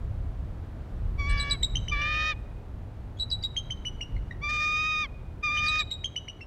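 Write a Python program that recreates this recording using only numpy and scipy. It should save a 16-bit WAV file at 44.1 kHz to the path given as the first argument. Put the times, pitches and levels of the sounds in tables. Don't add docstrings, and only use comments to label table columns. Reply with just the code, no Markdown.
import sys
import numpy as np
from scipy import signal
from scipy.fft import rfft, irfft, next_fast_len
from scipy.io import wavfile
from scipy.ndimage import uniform_filter1d

SR = 44100
rng = np.random.default_rng(int(sys.argv[2]) if len(sys.argv) > 2 else 0)


def transcribe(signal):
    frames = np.atleast_2d(signal).T
    limited = np.clip(frames, -1, 1)
    pcm = np.round(limited * 32767).astype(np.int16)
    wavfile.write(sys.argv[1], SR, pcm)


def field_ratio(decibels):
    return 10 ** (np.asarray(decibels, dtype=float) / 20)


N = 284886
TIME = np.arange(N) / SR

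REGISTER_HZ, FEEBLE_HZ = 3500, 2400


def rms_one(x):
    return x / np.sqrt(np.mean(x ** 2) + 1e-20)


def at_hz(points, hz):
    point_hz, point_db = np.array(points)[:, 0], np.array(points)[:, 1]
    return np.interp(np.log(hz), np.log(point_hz), point_db)


def coloured(spectrum):
    size = next_fast_len(N)
    hz = np.arange(1, size // 2 + 2) * SR / size
    closed = [(spectrum[0][0] / 2, -60)] + list(spectrum) + [(spectrum[-1][0] * 1.5, -90)]
    white = rfft(rng.standard_normal(size))
    return rms_one(irfft(white * field_ratio(at_hz(closed, hz)), size)[:N])


def drift(rate_hz, size):
    r = np.exp(-2 * np.pi * rate_hz / SR)
    settle = 8000
    wander = signal.lfilter([1], [1, -2 * r, r * r], rng.standard_normal(size + settle))
    return rms_one(wander[settle:])


def delayed(x, delay_s):
    lag = int(delay_s * SR)
    return np.concatenate([np.zeros(lag), x[:N - lag]])


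def band(x, order, low_hz, high_hz):
    return signal.sosfilt(signal.butter(order, [low_hz, high_hz], "band", fs=SR, output="sos"), x)


def wind():
    # t/s, level/dB
    gusts = [(0, -33), (.1, -31.5), (.5, -34.5), (.72, -42), (1.0, -26), (1.17, -27.5), (1.5, -30),
             (1.9, -28.5), (2.1, -35), (2.7, -41.5), (3.5, -38.5), (4.05, -39.5), (4.17, -29.5),
             (4.28, -40), (5.1, -42.5), (5.7, -39), (6.05, -45), (6.3, -50)]
    # f/Hz, level/dB per Hz
    rumble_spectrum = [(7.1, -48.5), (12, -8), (43, 6), (61, 1), (110, -9.5), (140, -32.5), (240, -120)]
    buffet_spectrum = [(35, -32.5), (60, 0.5), (103, -0.5), (182, -13.5), (400, -32.5), (520, -58.5),
                       (880, -120)]
    air_spectrum = [(88, -17), (150, -5), (244, -6.5), (430, -11), (456, -12.5), (493, -11.5), (686, -14),
                    (1230, -21.5), (1330, -21.5), (2390, -30.5), (4050, -37), (5110, -42), (15800, -53.5)]
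    rumble_db, buffet_db, air_db = -2, -41, -50.5
    buffet_follows, air_follows = 0.53, .25
    eddy_db, eddies_per_s = 1.5, 5

    gust_db = np.interp(TIME, *np.transpose(gusts))
    swing_db = gust_db - gust_db.mean()
    rumble_level = gust_db + rumble_db + eddy_db * drift(eddies_per_s, N)
    buffet_level = buffet_db + buffet_follows * swing_db + eddy_db * drift(eddies_per_s, N)
    air_level = air_db + air_follows * uniform_filter1d(swing_db, size=SR, mode="nearest")
    rumble = field_ratio(rumble_level) * coloured(rumble_spectrum)
    buffet = field_ratio(buffet_level) * coloured(buffet_spectrum)
    air = field_ratio(air_level) * coloured(air_spectrum)
    return rumble + buffet + air


def squeal(rows, near_db, manner, share, blur, wander, jitter, flicker_db, breath_db):
    # f/Hz, level/dB
    harmonic_tops = [(1200, -3.5), (2400, 3), (3700, -12), (4900, -17), (6100, -22.5), (7400, -39.5),
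                     (8600, -57), (9800, -51.5), (11200, -57.5), (14000, -65)]
    side_tops = [(560, -13.5), (1200, -16.5), (1800, 2), (2400, -11), (3100, -6), (4300, -12.5),
                 (5500, -11), (6800, -19.5), (8000, -34), (10000, -40.5), (14000, -58)]
    # start/s, end/s, boost/dB
    locks = [(4.49, 4.513, 12.5), (4.533, 4.574, 7.5), (4.6, 4.659, 7), (4.678, 4.68, 6.5),
             (4.761, 4.79, 5), (4.809, 4.873, 4.5), (4.911, 4.96, 4), (4.977, 5.03, 3.5), (5.632, 5.7, 3.5),
             (5.727, 5.8, 3)]
    lower_side_db, second_side_db, second_side_power = -3.5, -9.0, 0.88
    side_lean_db = 2.5
    side_start_db, bright_start_db = -26, 1.3
    swell_in_s, third_climb_db, rasp_db = .04, 7.5, -40
    collapse_s, collapse_side_db, collapse_dull_db = .035, -5, -14
    wobble, wobbles_per_s = .0028, 16

    s, pitch_hz, level_db = np.transpose(rows)
    side_db, join_s, third_db, early_db, late_db = manner
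    span = slice(int(s[0] * SR), int(s[-1] * SR))
    t = TIME[span]
    size = len(t)
    joined = np.clip((t - s[0] - join_s) / swell_in_s, 0, 1)
    failing = np.clip(1 - (s[-1] - t) / collapse_s, 0, 1)

    pitch = uniform_filter1d(np.interp(t, s, pitch_hz), size=400)
    pitch = pitch * (1 + 0.0016 * drift(60, size) + wobble * drift(wobbles_per_s, size))
    slow = pitch * (share + wander * drift(40, size))
    main_phase = 2 * np.pi * np.cumsum(pitch) / SR
    slow_phase = 2 * np.pi * np.cumsum(slow) / SR + jitter * drift(140, size)

    side = side_start_db + (side_db - side_start_db) * joined
    side += (collapse_side_db - side) * failing
    side += flicker_db * np.tanh(drift(56, size))
    locked = sum(boost_db * ((t > start) & (t < end)) for start, end, boost_db in locks)
    side += uniform_filter1d(locked * 1.0, size=200) - np.mean(locked)
    second = second_side_power * side + second_side_db
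    side_lines = [(1, side), (-1, side + lower_side_db), (2, second), (-2, second)]

    bright_db = np.interp(t, [s[0], s[-1]], [early_db, late_db])
    bright = bright_start_db + (bright_db - bright_start_db) * joined + collapse_dull_db * failing
    third = third_db + third_climb_db * ((t - s[0]) / (s[-1] - s[0]) - .5)
    shake = blur * np.sqrt(field_ratio(np.minimum(side, 0))) * drift(110, size)

    sound = np.zeros(size)
    for k in range(12):
        phase = k * main_phase + k * k + max(k - 2.6, 0) * shake
        tilt = bright * np.log2(max(k, 3) / 3)
        tilt = tilt + .5 * k * np.tanh(drift(25, size))
        lean = side_lean_db * np.clip(k - 2, 0, 3)
        for j, db in side_lines[:4 if k else 1]:
            tops = at_hz(side_tops, np.abs(k * pitch + j * slow))
            sound += field_ratio(db + tops + tilt - lean * np.sign(j)) * np.sin(phase + j * slow_phase)
        if k:
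            lift = third * (k == 3)
            rasp = 1 + field_ratio(rasp_db) * np.sqrt(k) * drift(230, size)
            sound += rasp * field_ratio(at_hz(harmonic_tops, k * pitch) + tilt + lift) * np.sin(phase)

    sound += field_ratio(uniform_filter1d(side, size=1500) + breath_db) * coloured(side_tops)[span]
    fade = np.clip(np.minimum(t - s[0], s[-1] - t) / .008, 0, 1)
    out = np.zeros(N)
    out[span] = np.sqrt(2) * sound * field_ratio(np.interp(t, s, level_db) + near_db) * fade
    return out


def long_squeals():
    # t/s, f/Hz, level/dB
    contours = [
        [(1.176, 1130, -60), (1.198, 1150, -38), (1.234, 1118, -41), (1.278, 1149, -39), (1.33, 1149, -38),
         (1.425, 1139, -39.5), (1.536, 1152, -41.5), (1.554, 1098, -47), (1.57, 1060, -66)],
        [(1.905, 1185, -62), (1.923, 1187, -30.5), (1.967, 1144, -38), (2.01, 1178, -34.5), (2.07, 1208, -34),
         (2.15, 1234, -33.5), (2.303, 1241, -32.5), (2.322, 1215, -36), (2.341, 1110, -56)],
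        [(4.41, 1095, -58), (4.44, 1180, -35), (4.476, 1175, -35), (4.504, 1212, -33.5), (4.66, 1217, -31),
         (4.84, 1243, -31.5), (5.02, 1236, -32), (5.038, 1195, -33.5), (5.068, 1010, -50)],
        [(5.424, 1214, -52), (5.438, 1216, -31), (5.466, 1220, -31), (5.49, 1180, -32), (5.52, 1210, -32),
         (5.64, 1215, -31.5), (5.745, 1245, -31), (5.81, 1232, -32), (5.833, 1120, -50)],
    ]
    near_levels = [0.1, 0.13, 0.1, 0.1]
    # second voice/dB against the first, wait before it joins/s, third harmonic lift/dB,
    # brightness early/dB per octave, brightness late/dB per octave
    manners = [(-6, 0.086, -2, -9.5, -14.5), (-7.5, .01, 2, -22.5, -4), (-20.5, 0.043, 2, 3, 1),
               (-18.5, 0.082, 2.5, -3.5, 2.5)]
    shares = [.459, .453, .4995, .47]
    blurs = [.4, .55, .2, .3]
    # wander of its share [ratio], phase jitter/rad, flicker/dB, breath/dB
    unrests = [(.003, .25, 2, -17.0), (.003, .3, 2, -15.0), (.003, .45, 2.5, -14.0),
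               (.015, .55, 4.5, -14.0)]

    calls = zip(contours, near_levels, manners, shares, blurs, unrests)
    return sum(squeal(*call, *unrest) for *call, unrest in calls)


def woods(x):
    t60_s, gap_s = 0.91, 0.033
    t = TIME[:SR]
    noise = rng.standard_normal(SR)
    dull = signal.lfilter([.45], [1, -.55], noise)
    tail = dull * field_ratio(-60 * t / t60_s) + 0.23 * noise * field_ratio(-60 * t / (0.13 * t60_s))
    tail = tail / np.sqrt(np.sum(tail ** 2))
    return delayed(signal.fftconvolve(x, tail)[:N], gap_s)


def hill(x):
    delay_s, spread_s, level_db = .08, .16, -32
    dulled = band(x, 2, 1900, 3000)
    scatter = rng.standard_normal(SR // 4) * np.exp(-TIME[:SR // 4] / spread_s)
    scatter = scatter / np.sqrt(np.sum(scatter ** 2))
    return field_ratio(level_db) * delayed(signal.fftconvolve(dulled, scatter)[:N], delay_s)


def leads():
    # t/s, peak level/dB, from f/Hz, to f/Hz, length/s
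    lead_rows = [
        (1.292, -45, 3850, 4386, 0.014),
        (3.170, -54.5, 3370, 3280, .011),
        (3.186, -46.5, 3310, 4700, 0.017),
        (5.905, -41, 3770, 4570, 0.0072),
    ]
    lead_octaves = [1, -12, -13, -28]
    # t/s, peak level/dB, length/s
    grace_rows = [
        (1.375, -35, .013),
        (1.499, -31, 0.0068),
        (3.301, -34.5, 0.01),
        (3.425, -37, 0.0073),
        (5.657, -31.5, 0.022),
        (5.78, -34, 0.011),
    ]
    grace_from_hz, grace_to_hz, grace_octave_db = 4900, 4350, -30
    rough_db, waver_depth, breath_db = 4, .015, -17

    climbs = [(*row, octave_db, 1.1) for row, octave_db in zip(lead_rows, lead_octaves)]
    drops = [(s, db, grace_from_hz, grace_to_hz, length, grace_octave_db, 1.7) for s, db, length in grace_rows]
    out = np.zeros(N)
    for s, peak_db, from_hz, to_hz, length, octave_db, bend in climbs + drops:
        along = np.arange(int(length * SR)) / (length * SR)
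        waver = drift(300, SR // 20)[:len(along)]
        rough = drift(350, SR // 20)[:len(along)]
        breath = band(rng.standard_normal(SR // 20), 2, 1500, 5500)[-len(along):]
        pitch = (from_hz + (to_hz - from_hz) * along ** bend) * (1 + waver_depth * waver)
        phase = 2 * np.pi * np.cumsum(pitch) / SR
        shape = field_ratio(peak_db + rough_db * np.tanh(rough)) * np.sqrt(np.sin(np.pi * along))
        whistle = np.sin(phase) + field_ratio(octave_db) * np.sin(2 * phase) + field_ratio(breath_db) * breath
        out[int(s * SR):][:len(along)] += shape * whistle
    return out


def quick_echoes(x):
    # delay/s, level/dB
    bounces = [(0.012, -2), (0.02, -10.5), (.031, -19.5), (0.044, -34)]
    bounced = band(x, 3, 2500, 11000)
    return sum(field_ratio(db) * delayed(bounced, delay_s) for delay_s, db in bounces)


def phrasing():
    # t/s, peak level/dB, held f/Hz, length/s
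    bouts = [
        [(1.397, -33, 3980, 0.021), (1.508, -24.5, 3964, 0.015), (1.630, -21.5, 3874, 0.01),
         (1.754, -26, 3164, 0.0077), (1.882, -30.5, 3060, 0.0071), (2.014, -37, 2920, .009),
         (2.142, -43, 2760, .01)],
        [(3.197, -30.5, 3935, .03), (3.312, -30, 3930, 0.026), (3.436, -28, 3920, 0.016),
         (3.565, -28.5, 3205, 0.016), (3.705, -30.5, 3117, .01), (3.852, -33.5, 2986, 0.026),
         (4.01, -33, 2875, 0.013), (4.164, -43, 2130, 0.0051), (4.309, -32, 1885, 0.0061)],
        [(5.571, -31.5, 3097, 0.016), (5.681, -26, 3900, 0.01), (5.792, -27.5, 3856, 0.02),
         (5.912, -31, 3838, 0.023), (6.042, -27.5, 3172, 0.0097), (6.161, -29.5, 3002, 0.01),
         (6.283, -34, 2920, 0.0079), (6.41, -43, 2737, 0.014)],
    ]
    # octave in the high register/dB, octave in the low/dB, crack/dB
    octaves = [(-12.5, -9.5, -3.5), (-24, -13, -7), (-20, -13, -3)]
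    # f/Hz, level under the note/dB, length/s
    break_catches = [(2030, -31.5, 0.015), (2920, -28, 0.0089), (7260, -26.5, 0.0068)]
    high_onset, break_onset = 1.1, .91
    low_onset_hz, feeble_octave_db = 2360, -18
    catch_hz, catch_db, catch_under_db, catch_lead_s, catch_s = 2045, -50.5, -13.5, .003, 0.0018
    catch_stretch = 5.5

    notes, openings = [], []
    for bout, (high_db, low_db, crack_db) in zip(bouts, octaves):
        last_high = max(s for s, db, hz, length in bout if hz > REGISTER_HZ)
        for s, db, hz, length in bout:
            if hz > REGISTER_HZ:
                onset = break_onset if s == last_high else high_onset
                notes.append((s, db, hz * onset, hz, length, high_db))
                if s == last_high:
                    for crack_hz, under_db, held in break_catches:
                        openings.append((s - held / 2, db + under_db + crack_db, crack_hz, held))
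            elif hz > FEEBLE_HZ:
                notes.append((s, db, low_onset_hz, hz, length, low_db))
                level_db = min(catch_db, db + catch_under_db)
                catch_length = catch_s * max(3200 / hz, 1) ** catch_stretch
                openings.append((s - catch_lead_s, level_db, catch_hz, catch_length))
            else:
                notes.append((s, db, catch_hz, hz, length, feeble_octave_db))
    return notes, openings


def chirps(strokes):
    scoop_s, base_third_db, clack_db = .0011, -32.5, -15
    out = np.zeros(N + SR)
    t = np.arange(int(.07 * SR)) / SR
    for s, peak_db, onset_hz, held_hz, length, octave_db in strokes:
        pitch = held_hz + (onset_hz - held_hz) * np.exp(-t / scoop_s)
        pitch *= 1 - 0.012 * (t / length) ** 2 * (t < 2 * length)
        phase = 2 * np.pi * np.cumsum(pitch * (1 + 0.011 * drift(84, len(t)))) / SR
        third_db = 0.25 * min(octave_db, -6) + base_third_db - 7.0 * np.log2(held_hz / 3500)
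        tone = np.sin(phase) + field_ratio(octave_db) * np.sin(2 * phase)
        tone += field_ratio(third_db) * np.sin(3 * phase)
        tone += field_ratio(third_db - 14.0) * np.sin(4 * phase)
        attack = 1 - np.exp(-(t / 0.0018) ** 2)
        shape = attack / (1 + np.exp(np.minimum((t - length) / 0.0017, 50)))
        swell = field_ratio(2.2 * np.tanh(drift(120, len(t))))
        hiss = np.diff(rng.standard_normal(len(t) + 1))
        clack = (held_hz > FEEBLE_HZ) * field_ratio(clack_db) * hiss * np.exp(-t / 0.0056)
        clack = band(clack, 4, 1700, 5500)
        at = int(s * SR)
        out[at:at + len(t)] += field_ratio(peak_db + 3.5) * (tone * shape * swell + clack)
    return out[:N]


def catches(cracks):
    out = np.zeros(N + SR)
    for s, peak_db, hz, length in cracks:
        t = np.arange(int(2 * length * SR)) / SR
        pitch = hz * (1 + .08 * t / length + .04 * drift(500, len(t)))
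        phase = 2 * np.pi * np.cumsum(pitch) / SR
        tone = np.sin(phase) + field_ratio(-20) * np.sin(2 * phase) + field_ratio(-28) * np.sin(3 * phase)
        shape = np.sin(np.pi * np.sqrt(t / (2 * length))) ** 2
        at = int(s * SR)
        out[at:at + len(t)] += field_ratio(peak_db + 13.5) * tone * shape
    return out[:N]


def scene():
    weather = wind()
    long_calls = long_squeals()
    thin = leads()
    strokes, cracks = phrasing()
    held, openings = chirps(strokes), catches(cracks)
    echoes = quick_echoes(held + thin)
    far = woods(field_ratio(-20) * (held + openings) + field_ratio(-26) * thin + field_ratio(-36) * long_calls)
    birds = long_calls + held + thin + openings
    return (birds + echoes + far + hill(long_calls) + weather)[None]


def top_cut(x):
    return signal.sosfilt(signal.butter(12, 15990, fs=SR, output="sos"), x)


def record(dry):
    return top_cut(dry)


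dry = scene()
out = record(dry)
transcribe(out)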